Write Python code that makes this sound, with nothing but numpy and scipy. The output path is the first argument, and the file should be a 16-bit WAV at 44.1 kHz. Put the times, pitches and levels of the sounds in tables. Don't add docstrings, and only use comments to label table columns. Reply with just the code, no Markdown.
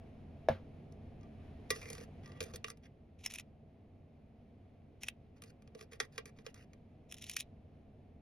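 import sys
import numpy as np
from scipy import signal
from scipy.fft import rfft, irfft, next_fast_len
from scipy.io import wavfile

SR = 44100
rng = np.random.default_rng(int(sys.argv[2]) if len(sys.argv) > 2 else 0)


def ratio(d):
    e = np.asarray(d, float) / 20
    return 10 ** e


def bounce(signal):
    frames = np.transpose(np.atleast_2d(signal))
    limited = np.clip(frames, -1, 1)
    pcm = np.round(limited * 32767).astype(np.int16)
    wavfile.write(sys.argv[1], SR, pcm)


N = 362061

# (time [s], rumble level [dB], hiss level [dB])
AIR_LEVELS = [(0, -53, -75), (1.25, -52.5, -75.5), (1.45, -52, -71.5), (2.15, -53, -73),
              (2.45, -52.5, -72.5), (2.751, -59, -83), (5.999, -59, -81), (8.21, -58, -82)]
# (frequency [Hz], relative strength per Hz [dB])
AIR_COLOUR = [(20, -13.5), (55, -8.5), (92, 0), (117, -9), (150, -3.5), (180, -14), (217, -4.5), (335, -18),
              (439, -16), (580, -21.5), (660, -16.5), (936, -32.5), (1500, -39.5), (2350, -37), (6380, -57),
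              (10500, -59.5), (13500, -70)]
# (frequency [Hz], likeness [0 to 1])
AIR_LIKENESS = [(30, .998), (130, .992), (290, .9), (640, .62), (1400, .45), (3100, .65), (8000, .6),
                (15000, .3)]
# (time [s], strength of the push [dB])
TABLE_KNOCK = [(0.486, -15)]
# (frequency [Hz], relative level [dB], time to fall 60 dB [s])
TABLE_MODES = [(92, -23.5, 0.31), (143.4, -21, 0.13), (224, -19, 0.15), (370, -11, 0.037), (534, -10, 0.12),
               (629, 9.5, 0.029), (844, -14.5, 0.11), (1693, -12, 0.025)]
# (time [s], relative level [dB])
BOWL_BUMPS = [(2.408, -30.5), (2.538, -38)]
# (time [s], relative level [dB], bass against middle [dB], treble against middle [dB])
BOWL_HITS = [(0.922, -69.5, -11, 12.5), (1.21, -62, -12, -9), (1.231, -59, -12, -10), (1.704, -21.5, 8, 3),
             (1.76, -42, 12, 2), (1.816, -43, -5, -3.5), (1.828, -44.5, 9.5, -2), (1.856, -42, 9, -9.5),
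             (1.901, -46.5, 19, 13.5), (1.93, -44.5, 10, 10), (1.951, -44, 2, 2.5), (1.981, -43.5, 8, -2),
             (2.01, -46.5, 15.5, -1.5), (2.259, -47.5, -12, -6), (2.276, -53.5, 13, -2),
             (2.318, -50.5, 10, -14), (2.405, -28, 5, -2.5), (2.416, -40, 3, -2.5), (2.427, -41, 7, 5.5),
             (2.437, -45, 7, 10), (2.537, -40, 14, -4.5), (2.547, -43.5, 10, -4.5), (2.558, -41, 4.5, 8.5),
             (2.643, -29.5, -16, -13), (2.682, -42, -11, 2.5), (2.701, -43, 1, 10.5), (2.772, -63, -2, 6),
             (5.42, -47.5, -10, 6), (5.437, -49, 7, 7), (5.621, -59, 2, 1), (5.675, -55.5, -7, -6),
             (5.749, -47, 15, -2.5), (5.791, -52, -3, -4), (5.81, -42, 4.5, -1.5), (5.921, -52, 14, -7.5),
             (5.932, -44, 5, 0), (6.001, -21, 1, -6), (6.179, -29.5, 5.5, -4.5), (6.256, -44, 8, 4),
             (6.387, -50, 12.5, -12), (6.464, -36, 4.5, -7), (6.543, -52.5, -2, 7),
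             (6.733, -52.5, -17, -2.5)]
# (frequency [Hz], relative level [dB], time to fall 60 dB [s])
BOWL_MODES = [(428.7, -10.5, 0.082), (471, -7.5, .06), (1094, -12.5, 0.11), (1182, -7, 0.17),
              (1929, -4.5, 0.11), (3327, -11, 0.079), (2070, -9.5, 0.069), (2394, -5, 0.0349),
              (2830, -5, .03), (4300, -12, 0.02), (5080, -18.5, 0.14), (5520, -16.5, .04),
              (5770, -14.5, .03), (5970, -15, .09)]
# (frequency [Hz], relative strength per Hz [dB])
BOWL_COLOUR = [(150, -31.5), (400, -3), (900, -12.5), (1500, 0), (2500, 0), (5800, 1.5), (10500, -4.5),
               (12300, -12), (14000, -34.5), (15500, -26)]
# (time [s], length [s], relative level [dB])
SCRAPES = [(1.69, 0.025, -62), (1.719, 0.34, -56), (2.222, 0.22, -69), (2.425, 0.1, -60.5),
           (2.526, 0.048, -55), (2.659, 0.067, -56), (2.823, 0.055, -67.5), (5.356, 0.039, -71.5),
           (5.449, 0.071, -64), (5.765, 0.086, -59.5), (5.904, 0.075, -63), (5.988, 0.08, -57),
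           (6.114, 0.076, -64), (6.253, 0.055, -64.5), (6.356, 0.075, -68.5), (6.439, 0.082, -65),
           (6.546, 0.11, -66)]
# (time [s], length [s], relative level [dB], treble against the rest [dB])
SINGING = [(2.225, 0.18, -60.5, -14.5)]
# (time [s], length [s], relative level [dB], treble against the rest [dB])
GRATING = [(1.8, 0.111, -47, -9.5)]
# (frequency [Hz], phase lead [radians])
BOWL_PHASE = [(0, 0), (860, -1.5), (2150, .1), (2840, 2.5), (3530, .5), (4220, 1.3), (5340, .4),
              (7000, 2.8)]
# (time [s], relative level [dB])
TEETH = [(3.2512, -42), (3.261, -26.5), (3.3011, -46.5), (3.31, -42), (3.321, -45.5), (3.338, -35.5),
         (3.348, -42), (3.3572, -41), (3.3847, -37), (3.3972, -38.5), (5.033, -34.5), (5.0842, -27),
         (7.1136, -47.5), (7.123, -38.5), (7.142, -42.5), (7.183, -48), (7.223, -41), (7.2403, -41.5),
         (7.266, -47.5), (7.2959, -32), (7.3134, -37.5), (7.335, -41.5), (7.342, -48.5), (7.3656, -24),
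         (7.394, -45), (7.4007, -35), (7.406, -34.5)]
# (frequency [Hz], relative strength per Hz [dB])
TRIGGER_COLOUR = [(350, -81.5), (600, -17.5), (1590, -10.5), (1930, 1), (4400, -1), (5400, 0.5), (7620, 0),
                  (9890, 0), (12300, -10.5), (14100, -2), (16000, -28.5)]
# (frequency [Hz], width [Hz], relative level [dB])
TRIGGER_MODES = [(1920, 510, -3.5), (2460, 250, -4), (4030, 320, -6.5), (5410, 250, 0), (9300, 430, -5.5)]
# (time [s], length [s], relative level [dB], bass weight of the teeth it passes [dB])
SWEEPS = [(3.18, 0.11, -68.5, 7), (3.234, 0.055, -52, 7), (3.291, 0.082, -49.5, 6.5),
          (3.365, 0.055, -53, 10), (5.003, 0.063, -58, 8.5), (5.056, 0.051, -54.5, 9),
          (7.084, 0.081, -64, 8.5), (7.161, 0.049, -61, -7), (7.204, 0.052, -51, -9),
          (7.249, 0.1, -52.5, -6), (7.348, 0.089, -52, -11)]
# (frequency [Hz], phase lead [radians])
TRIGGER_PHASE = [(0, 0), (6000, 1.0)]

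SIZE = next_fast_len(N + SR // 2)
HZ = np.arange(SIZE // 2 + 1) * SR / SIZE + 1e-3
KITCHEN_T60_S, WALL_CUT_HZ, WET_DB = 0.089, 4500, -11.5
TREBLE_LEAD_S, TREBLE_HZ = .00018, 7600
CONTACT_S, CONTACT_DB = .00002, 9
JUDDER_DB, JUDDER_S = 3.5, .008
TAP_T60_S, TAP_DB, LONGER_S_PER_DB = 0.024, -37, .0006
SINKS_S, DAMPED_CYCLES, DAMPED_T60_S = 1.73, 20.0, 0.011
STRUCK_LONGER = 1.8
SCRAPE_FADE_DB_PER_S = 25
SCRAPE_BRIGHT_DB, SCRAPE_BRIGHT_PER_DB, SCRAPE_USUAL_DB = -2, 0.434, -69.5
TOOTH_T60_S, TOOTH_BRIGHT_DB, SWEEP_BRIGHT_DB = 0.015, 2.5, -6


def rms_one(x):
    return x / np.sqrt(np.mean(x ** 2) + 1e-20)


def at_hz(points, hz):
    table = np.array(points)
    return np.interp(np.log(hz), np.log(table[:, 0]), table[:, 1])


def filtered(x, response):
    return irfft(rfft(x, SIZE) * response, SIZE)[..., :N]


def causal(colour):
    size = 4096
    grid_hz = np.arange(size // 2 + 1) * SR / size
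    cepstrum = irfft(np.log(ratio(at_hz(colour, grid_hz + 1))), size)
    cepstrum[1:size // 2] *= 2
    cepstrum[size // 2 + 1:] = 0
    phase = np.interp(HZ, grid_hz, rfft(cepstrum).imag)
    return rms_one(ratio(at_hz(colour, HZ))) * np.exp(1j * phase)


def cut(x, hz, kind):
    return signal.sosfilt(signal.butter(2, hz, kind, fs=SR, output="sos"), x)


def above(x, hz):
    return x - cut(x, hz, "low")


def ring(x, modes, wander_db=0):
    out, steps = 0, np.arange(0, N + 1300, 1300)
    for k, (hz, level_db, t60) in enumerate(modes):
        decay = ratio(-60 / (max(t60, .004) * SR))
        turn = 2 * np.pi * hz / SR
        wander = wander_db * np.interp(np.arange(N), steps, rng.standard_normal(len(steps)))
        driven = ratio(level_db + wander) * x + 1e-18
        sign = (-1) ** (k if wander_db else 0)
        resonator = [1, -2 * decay * np.cos(turn), decay * decay]
        out = out + sign * signal.lfilter([0, np.sin(turn)], resonator, driven)
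    return out


def ports(phase, bass_pan_db):
    side = np.array([[.5], [-.5]])
    share = 1 / (1 + np.exp((TREBLE_HZ - HZ) / 150))
    lower = np.exp(1j * side * np.interp(HZ, *np.transpose(phase)))
    upper = np.exp(2j * np.pi * side * HZ * TREBLE_LEAD_S)
    pan_db = bass_pan_db / (1 + (HZ / 1500) ** 4) / (1 + (200 / HZ) ** 2)
    return ratio(pan_db * side) * ((1 - share) * lower + share * upper)


def blows(table, rise_s, low_hz, high_hz, push=False):
    t = np.arange(SR // 3) / SR
    noise = rng.standard_normal(N + SR) / 2
    bands = np.zeros((3, N + SR))
    for s, level_db, weight_db, bright_db, t60 in table:
        at = round((s - rise_s / 2) * SR)
        shape = ratio(-60 * t / max(t60, .004)) * np.minimum(t / rise_s, 1) ** 2
        burst = noise[at:at + len(t)] * ratio(level_db) * shape / shape.max()
        if push:
            touch = np.roll(np.exp(-t / CONTACT_S), round(rise_s * SR))
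            burst = ratio(level_db + CONTACT_DB) * touch
        balance = ratio(np.array([[weight_db], [0], [bright_db]]))
        bands[:, at:at + len(t)] += balance * burst
    low, middle, high = bands[:, :N]
    middle = cut(above(middle, low_hz), high_hz, "low")
    return cut(low, low_hz, "low") + middle + above(high, high_hz)


def rubbing(strokes, per_s, spread_db, high_hz, fade_db_per_s=0):
    level, bright = np.zeros(N), np.zeros(N)
    for s, length, level_db, bright_db in strokes:
        at, size = round(s * SR), round(max(length, .01) * SR)
        swell = signal.windows.tukey(size, min(.6, .04 / length))
        swell = swell * ratio(-fade_db_per_s * np.arange(size) / SR)
        level[at:at + size] += swell * ratio(level_db)
        bright[at:at + size] += swell * ratio(level_db + bright_db)
    sizes = ratio(spread_db * np.minimum(rng.exponential(1, N), 5)) * rng.choice([-1, 1], N)
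    slips = rms_one(sizes * (rng.random(N) < per_s / SR))
    lumps = np.arange(0, N / SR + 1, JUDDER_S)
    pressure = np.interp(np.arange(N) / SR, lumps, rng.standard_normal(len(lumps)))
    slips = rms_one(slips * ratio(JUDDER_DB * pressure))
    return cut(level * slips, high_hz, "low") + above(bright * slips, high_hz)


def air():
    s, rumble_db, hiss_db = np.transpose(AIR_LEVELS)
    alike = at_hz(AIR_LIKENESS, HZ)
    mid, left, right = rfft(rng.standard_normal((3, SIZE))) * ratio(at_hz(AIR_COLOUR, HZ))
    shared = np.sqrt(alike) * mid * ports(TRIGGER_PHASE, bass_pan_db=-1.0)
    both = shared + np.sqrt(1 - alike) * np.array([left, right])
    treble = 1 / (1 + (1000 / HZ) ** 6)
    rumble = rms_one(irfft(both * (1 - treble), SIZE)[:, :N])
    hiss = rms_one(irfft(both * treble, SIZE)[:, :N])
    t, steps = np.arange(N) / SR, np.arange(0, N / SR + 1, .07)
    flicker_db = 0.64 * np.interp(t, steps, rng.standard_normal(len(steps)))
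    return ratio(np.interp(t, s, rumble_db)) * rumble + ratio(np.interp(t, s, hiss_db) + flicker_db) * hiss


def knock():
    s, strength_db = TABLE_KNOCK[0]
    push = np.zeros(N)
    push[round(s * SR)] = ratio(strength_db)
    contact = ring(push, [(730, -30.5, 0.0052)])
    struck = cut(ring(contact, TABLE_MODES[3:7]), 290, "high") + ring(push, TABLE_MODES[7:])
    board = np.roll(cut(ring(push, TABLE_MODES[:3]), 320, "low"), round(0.0131 * SR))
    tick = blows([(s, -24, -10, -12, .03)], rise_s=0.0017, low_hz=955, high_hz=3940)
    rattle = blows([(s, -37, 12, -10, .24)], rise_s=0.0017, low_hz=1480, high_hz=3500)
    bump_rows = [(at, db, 0, -40, .04) for at, db in BOWL_BUMPS]
    bumps = blows(bump_rows, rise_s=0.003, low_hz=300, high_hz=905)
    bumped_modes = [(hz, 0, .07) for hz, _, _ in TABLE_MODES[:7]]
    board = board + ratio(-33.0) * cut(ring(bumps, bumped_modes), 650, "low")
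    mix = struck + board + cut(tick + rattle, 8200, "low")
    return filtered(mix, ports(TRIGGER_PHASE, bass_pan_db=1.0))


def kitchen(x):
    t = np.arange(SR // 2) / SR
    echo = rng.standard_normal((2, len(t))) * ratio(-60 * t / KITCHEN_T60_S) * np.minimum(t / .01, 1)
    treble = cut(echo, WALL_CUT_HZ, "high") * ratio(-60 * t / .15)
    echo = cut(echo, WALL_CUT_HZ, "low") + treble
    return filtered(x, rfft(echo / np.sqrt(np.sum(echo[0] ** 2)), SIZE))


def bowl():
    struck = []
    for s, level_db, weight_db, bright_db in BOWL_HITS:
        t60 = TAP_T60_S + LONGER_S_PER_DB * max(level_db + weight_db - TAP_DB, 0)
        struck.append((s, level_db, weight_db, bright_db, t60))
    hits = blows(struck, rise_s=0.0014, low_hz=700, high_hz=8430)
    drive = ratio(-11) * hits + blows(struck, rise_s=0.0018, low_hz=693, high_hz=8500, push=True)

    strokes = [(*row, SCRAPE_BRIGHT_DB + SCRAPE_BRIGHT_PER_DB * (row[2] - SCRAPE_USUAL_DB)) for row in SCRAPES]
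    scrape = rubbing(strokes, per_s=4000, spread_db=3.0, high_hz=7500, fade_db_per_s=SCRAPE_FADE_DB_PER_S)

    free = np.arange(N) < SINKS_S * SR
    damped = [(hz, db, min(t60, max(DAMPED_T60_S, DAMPED_CYCLES / hz))) for hz, db, t60 in BOWL_MODES]
    damped_struck = [(hz, db, STRUCK_LONGER * t60) for hz, db, t60 in damped]
    modes = ratio(4.5) * ring(free * drive, BOWL_MODES, wander_db=1.5)
    modes = modes + ratio(4) * ring(scrape, damped, wander_db=6.5)
    modes = modes + ratio(6.5) * ring(~free * drive, damped_struck, wander_db=4.5)

    singing = rubbing(SINGING, per_s=4000, spread_db=2, high_hz=6500, fade_db_per_s=35)
    grating = rubbing(GRATING, per_s=1500, spread_db=4, high_hz=6500)
    song = ring(singing, BOWL_MODES[3:6]) + ring(grating, BOWL_MODES[6:8], wander_db=3)
    wall = ratio(-25) * cut(modes + song, 380, "high")
    direct = filtered(ratio(-0.5) * hits + ratio(-5) * scrape, causal(BOWL_COLOUR))
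    return filtered(direct + wall, ports(BOWL_PHASE, bass_pan_db=-5.5))


def trigger():
    starts, _, _, weight_db = np.transpose(SWEEPS)
    clicks = []
    for s, level_db in TEETH:
        slide = np.searchsorted(starts, s) - 1
        clicks.append((s, level_db, weight_db[slide], TOOTH_BRIGHT_DB, TOOTH_T60_S))
    teeth = blows(clicks, rise_s=0.0018, low_hz=2670, high_hz=5840)
    slides = [(*row[:3], SWEEP_BRIGHT_DB) for row in SWEEPS]
    blade = rubbing(slides, per_s=5000, spread_db=3, high_hz=7000)
    heavy = ratio(0.34 * np.interp(np.arange(N) / SR, starts, weight_db))
    drive = teeth + heavy * cut(blade, 3000, "low") + above(blade, 3000)
    modes = [(hz, level_db, 2.2 / width) for hz, width, level_db in TRIGGER_MODES]
    parts = ratio(-23) * cut(ring(drive, modes, wander_db=6.5), 1200, "high")
    direct = filtered(drive, causal(TRIGGER_COLOUR))
    return filtered(direct + parts, ports(TRIGGER_PHASE, bass_pan_db=-2.0))


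def scene():
    held, resting = trigger(), knock() + bowl()
    sent = cut(resting + ratio(-8.0) * held, 330, "high")
    around = resting + ratio(WET_DB) * kitchen(sent) + air()
    dip = np.exp(-((HZ - 7550) / 420) ** 2)
    return filtered(held, 1 - .2 * dip) + filtered(around, 1 - .9 * dip)


def band_limit(x):
    return signal.sosfilt(signal.butter(12, 16640, fs=SR, output="sos"), x)


def record(dry):
    return band_limit(dry)


dry = scene()
out = record(dry)
bounce(out)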